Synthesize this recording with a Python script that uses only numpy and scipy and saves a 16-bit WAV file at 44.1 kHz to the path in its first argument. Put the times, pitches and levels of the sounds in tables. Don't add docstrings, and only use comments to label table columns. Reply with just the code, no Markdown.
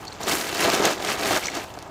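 import sys
import numpy as np
from scipy import signal
from scipy.io import wavfile
from scipy.ndimage import uniform_filter1d

SR = 44100
rng = np.random.default_rng(int(sys.argv[2]) if len(sys.argv) > 2 else 0)


def master(y):
    cut = np.clip(np.atleast_2d(y).T, -1, 1)
    pcm = np.round(cut * 32767)
    wavfile.write(sys.argv[1], SR, pcm.astype(np.int16))


def voltage_ratio(decibels):
    exponent = np.asarray(decibels, float) / 20
    return 10 ** exponent


N = 83790

# (time [s], panel flexing level [dB], weave scraping level [dB], film crinkling level [dB])
HANDLING_CURVE = [(0, -42.5, -46.5, -53), (0.193, -52, -46.5, -78), (0.208, -33.5, -38.5, -45),
                  (0.259, -35.5, -38.5, -48), (0.282, -26.5, -24, -30), (0.327, -25.5, -24.5, -29.5),
                  (0.36, -29, -29.5, -31), (0.41, -33, -30.5, -33.5), (0.47, -35.5, -33.5, -41),
                  (0.55, -33, -31.5, -40.5), (0.6, -27, -25.5, -37), (0.629, -21, -22, -32),
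                  (0.679, -19, -28, -37), (0.71, -27, -26.5, -38), (0.746, -22.5, -22.5, -35),
                  (0.76, -27, -28, -35.5), (0.795, -24, -27, -40), (0.805, -22, -30, -41.4),
                  (0.859, -20.5, -22.5, -36), (0.916, -23, -28, -39.5), (0.936, -36.5, -33, -42),
                  (0.985, -33.5, -38.5, -55), (1.02, -31, -34, -43), (1.1, -29.5, -27, -38),
                  (1.139, -30, -27.5, -36.5), (1.168, -33.5, -37, -49), (1.199, -28.5, -30.5, -41.5),
                  (1.29, -27.5, -27.5, -34), (1.32, -23, -25.5, -33), (1.377, -26, -27, -35),
                  (1.395, -37.5, -34, -40), (1.531, -37.5, -37, -53), (1.568, -30.5, -30.5, -43),
                  (1.59, -35, -37, -48.5), (1.64, -41, -39.5, -50), (1.665, -47, -49, -56),
                  (1.76, -50.5, -48.5, -62), (1.9, -43.5, -52, -76)]
# (frequency [Hz], relative level per hertz [dB])
PANEL_SPECTRUM = [(35, -62), (60, -15.5), (108, -6.5), (190, -7.5), (389, -0.5), (740, -3), (1460, -11),
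                  (2200, -19), (2860, -56.5)]
# (frequency [Hz], relative level per hertz [dB])
WEAVE_SPECTRUM = [(650, -34), (1100, -3), (2470, -1.5), (3450, -3), (7040, -5), (9000, -12.5), (11700, -78)]
# (frequency [Hz], relative level per hertz [dB])
FILM_SPECTRUM = [(4410, -21.5), (7500, -8), (9240, -9), (15300, -12.5)]
# (time [s], level [dB], centre frequency [Hz])
CREASE_SNAPS = [(0.052, -30, 6060), (.131, -33, 8500), (.237, -23, 8000), (.2955, -13, 4700),
                (0.6062, -14.5, 10500), (.7005, -12, 4870), (.735, -11, 4200), (0.745, -15, 6500),
                (0.75, -10, 5600), (0.8534, -5, 6400), (1.049, -22.5, 8900), (1.103, -21.5, 6000),
                (1.552, -21.5, 6900), (1.703, -33.5, 3000), (1.740, -32.5, 7000), (1.789, -28, 4950),
                (1.802, -40, 4300), (1.826, -30, 6060)]
# (time [s], level [dB], lift of the upper modes [dB])
TAB_TAPS = [(0.07, -34, -4), (0.079, -27.5, 2), (.119, -30.5, -8), (0.124, -30, -1), (0.231, -25.5, 9),
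            (.246, -29.5, 4), (1.442, -29, 10), (1.456, -25, 10), (1.468, -29.5, 16.5), (1.48, -23.5, 7.5),
            (1.499, -35, 16)]
# (nominal frequency [Hz], nominal level [dB], t60 [s])
TAB_MODES = [(4200, 4.5, .011), (5980, 0.5, 0.0057), (6800, -6, 0.008), (7800, -10.5, 0.0072)]
# (time [s], level [dB], frequency [Hz])
HOLLOW_POPS = [(1.432, -18, 2260), (1.484, -11.5, 2180)]
# (time [s], level [dB], frequency [Hz], time to fall 60 dB [cycles])
BAG_KNOCKS = [(.205, -20, 850, 16), (.270, -16.5, 430, 22), (.329, -13, 450, 6), (.739, -10, 520, 3),
              (.8005, -5, 500, 3), (1.3095, -8, 800, 12), (1.562, -15, 1200, 6), (1.7745, -15, 700, 4),
              (1.781, -21, 600, 3)]
# (frequency [Hz], relative level per hertz [dB])
WASH_SPECTRUM = [(15, -57), (25, 2.5), (86, 8), (383, -2.5), (856, 4.5), (3540, -28), (15000, -29)]

WASH_DB = -41
STICK_PER_S = 210
SNAP_T60_CYCLES, SNAP_SCATTER_T60_S = 19, 0.01
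JUDDER_START_S, JUDDER_GAP_S, JUDDER_GAP_RATIO = 1.3527, 0.0054, 1.23
JUDDER_DB, JUDDER_HZ = -8, 1400
LEFT_CUT_HZ, EDGE_HZ = 78, 15600
HIT_T_S = np.arange(3000) / SR


def evened(x):
    return x / np.sqrt(np.mean(x ** 2) + 1e-20)


def colour(x, points):
    hz, db = np.transpose(points)
    bin_hz = abs(np.fft.fftfreq(8192, 1 / SR))
    gain_db = np.interp(np.log(bin_hz + 1), np.log(hz + 1), np.maximum(db, -70))
    log_gain = np.log(voltage_ratio(gain_db))
    phase = -signal.hilbert(log_gain).imag
    taps = np.fft.ifft(np.exp(log_gain + 1j * phase)).real[:4096]
    return signal.oaconvolve(x, taps)[:N]


def add(mix, start_s, sound):
    part = mix[round(start_s * SR):][:len(sound)]
    part += sound[:len(part)]


def handling_gain(column):
    rows = np.array(HANDLING_CURVE)
    return voltage_ratio(np.interp(np.arange(N) / SR, rows[:, 0], rows[:, column]))


def slips(per_s, spread_db):
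    size_db = spread_db * np.minimum(rng.exponential(1, N), 4)
    return voltage_ratio(size_db) * (rng.random(N) < per_s / SR)


def grains(train, lo_hz, hi_hz, cycles, count=24):
    patch = rng.integers(0, count, N)
    out = np.zeros(N)
    for k, hz in enumerate(np.geomspace(lo_hz, hi_hz, count)):
        turns = np.arange(0, 4 * cycles, hz / SR)
        grain = np.cos(2 * np.pi * turns) * np.exp(-turns / cycles)
        out += signal.oaconvolve(train * (patch == k), grain / np.linalg.norm(grain))[:N]
    return evened(out)


def flutter(smooth_s, depth_db):
    width = int(smooth_s * SR) + 1
    drift = uniform_filter1d(rng.standard_normal(N), width)
    drift = uniform_filter1d(drift, width)
    return voltage_ratio(depth_db * evened(drift))


def ring(hz, t60_s, rise_s):
    decay = voltage_ratio(-60 * HIT_T_S / t60_s)
    return np.sin(2 * np.pi * hz * HIT_T_S) * decay * np.minimum(HIT_T_S / rise_s, 1)


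def panel_flexing(jolt, hiss):
    turns = np.cumsum(STICK_PER_S * flutter(smooth_s=0.004, depth_db=3.5)) / SR
    push = np.diff(np.floor(turns), prepend=0) * voltage_ratio(2.33 * rng.standard_normal(N))
    return evened(push - push.mean()) + 0.15 * jolt + 0.7 * hiss


def weave_scraping(jolt, hiss):
    scrape = grains(slips(per_s=2200, spread_db=2.4), lo_hz=1200, hi_hz=8000, cycles=1.6)
    return scrape + 0.25 * jolt + 0.55 * hiss


def film_crinkling(shared, jolt, hiss):
    burst = evened(signal.lfilter([1], [1, -np.exp(-1 / (0.00095 * SR))], shared))
    return 0.26 * jolt + (1 + 0.5 * burst) * hiss


def cloth():
    shared = slips(per_s=200, spread_db=3.0)
    pressure = flutter(smooth_s=0.0048, depth_db=1.1)
    panel_hiss, weave_hiss, film_hiss = rng.standard_normal((3, N))
    jolt = evened(shared - shared.mean())
    panel = evened(pressure * colour(panel_flexing(jolt, panel_hiss), PANEL_SPECTRUM))
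    weave = evened(pressure * colour(weave_scraping(jolt, weave_hiss), WEAVE_SPECTRUM))
    film = evened(pressure * colour(film_crinkling(shared, jolt, film_hiss), FILM_SPECTRUM))
    return handling_gain(1) * panel + handling_gain(2) * weave + handling_gain(3) * film


def snaps():
    out = np.zeros(N)
    for start_s, db, hz in CREASE_SNAPS:
        band = signal.butter(1, [0.27 * hz, min(1.03 * hz, 15500)], "band", fs=SR)
        noise = signal.lfilter(*band, rng.standard_normal(len(HIT_T_S)))
        scatter = evened(noise) * voltage_ratio(-60 * HIT_T_S / SNAP_SCATTER_T60_S)
        tone = ring(hz, SNAP_T60_CYCLES / hz, rise_s=0.0001)
        add(out, start_s, voltage_ratio(db) * (1.13 * tone + 0.5 * scatter))
    return out


def zip_tab():
    out = np.zeros(N)
    bounce = np.arange(400)
    for start_s, db, lift_db in TAB_TAPS:
        level_shift, pitch_shift = rng.standard_normal((2, len(TAB_MODES)))
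        modes = np.zeros(len(HIT_T_S))
        for k, (hz, mode_db, t60_s) in enumerate(TAB_MODES):
            tap_db = mode_db + lift_db * (k > 0) + 1.5 * level_shift[k]
            tap_hz = hz * (1 + 0.014 * pitch_shift[k])
            modes += voltage_ratio(tap_db) * ring(tap_hz, t60_s, rise_s=0.00037)
        rattle = rng.standard_normal(len(bounce)) * np.exp(-bounce / (0.003 * SR))
        add(out, start_s, voltage_ratio(db) * np.convolve(modes, rattle / np.linalg.norm(rattle)))
    return out


def pops():
    out = np.zeros(N)
    for start_s, db, hz in HOLLOW_POPS:
        add(out, start_s, voltage_ratio(db) * ring(hz, t60_s=0.013, rise_s=0.00085))
    return out


def knocks():
    out = np.zeros(N)
    for start_s, db, hz, cycles in BAG_KNOCKS:
        add(out, start_s, -voltage_ratio(db) * ring(hz, cycles / hz, rise_s=0.3 / hz))
    return out


def judder(count=5):
    out = np.zeros(N)
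    slip = voltage_ratio(JUDDER_DB) * ring(JUDDER_HZ, 3 / JUDDER_HZ, rise_s=0.0001)
    for k in range(count):
        late_s = JUDDER_GAP_S * (JUDDER_GAP_RATIO ** k - 1) / (JUDDER_GAP_RATIO - 1)
        add(out, JUDDER_START_S + late_s, slip)
    return out


def scattered(near):
    t = np.arange(2600) / SR
    echoes = rng.choice([-1., 1.], len(t)) * (rng.random(len(t)) < 0.05) * (t > 0.002)
    tail = echoes * voltage_ratio(-60 * t / 0.06)
    return voltage_ratio(-12) * signal.oaconvolve(near, tail / np.linalg.norm(tail))[:N]


def wash():
    noise = colour(rng.standard_normal(N), WASH_SPECTRUM)
    return voltage_ratio(WASH_DB) * evened(noise * flutter(smooth_s=0.0075, depth_db=2.0))


def scene():
    near = cloth() + snaps() + zip_tab() + pops() + knocks() + judder()
    mono = near + scattered(near) + wash()
    return np.array([mono, mono])


def top_cut(x):
    return signal.sosfilt(signal.butter(12, 16330, fs=SR, output="sos"), x)


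def record(dry):
    left = signal.lfilter(*signal.butter(1, LEFT_CUT_HZ, "high", fs=SR), dry[0])
    edge = signal.firwin(255, EDGE_HZ, window=("kaiser", 7), fs=SR)[None]
    mix = signal.oaconvolve(np.array([left, dry[1]]), edge, "same")
    return top_cut(mix)


dry = scene()
out = record(dry)
master(out)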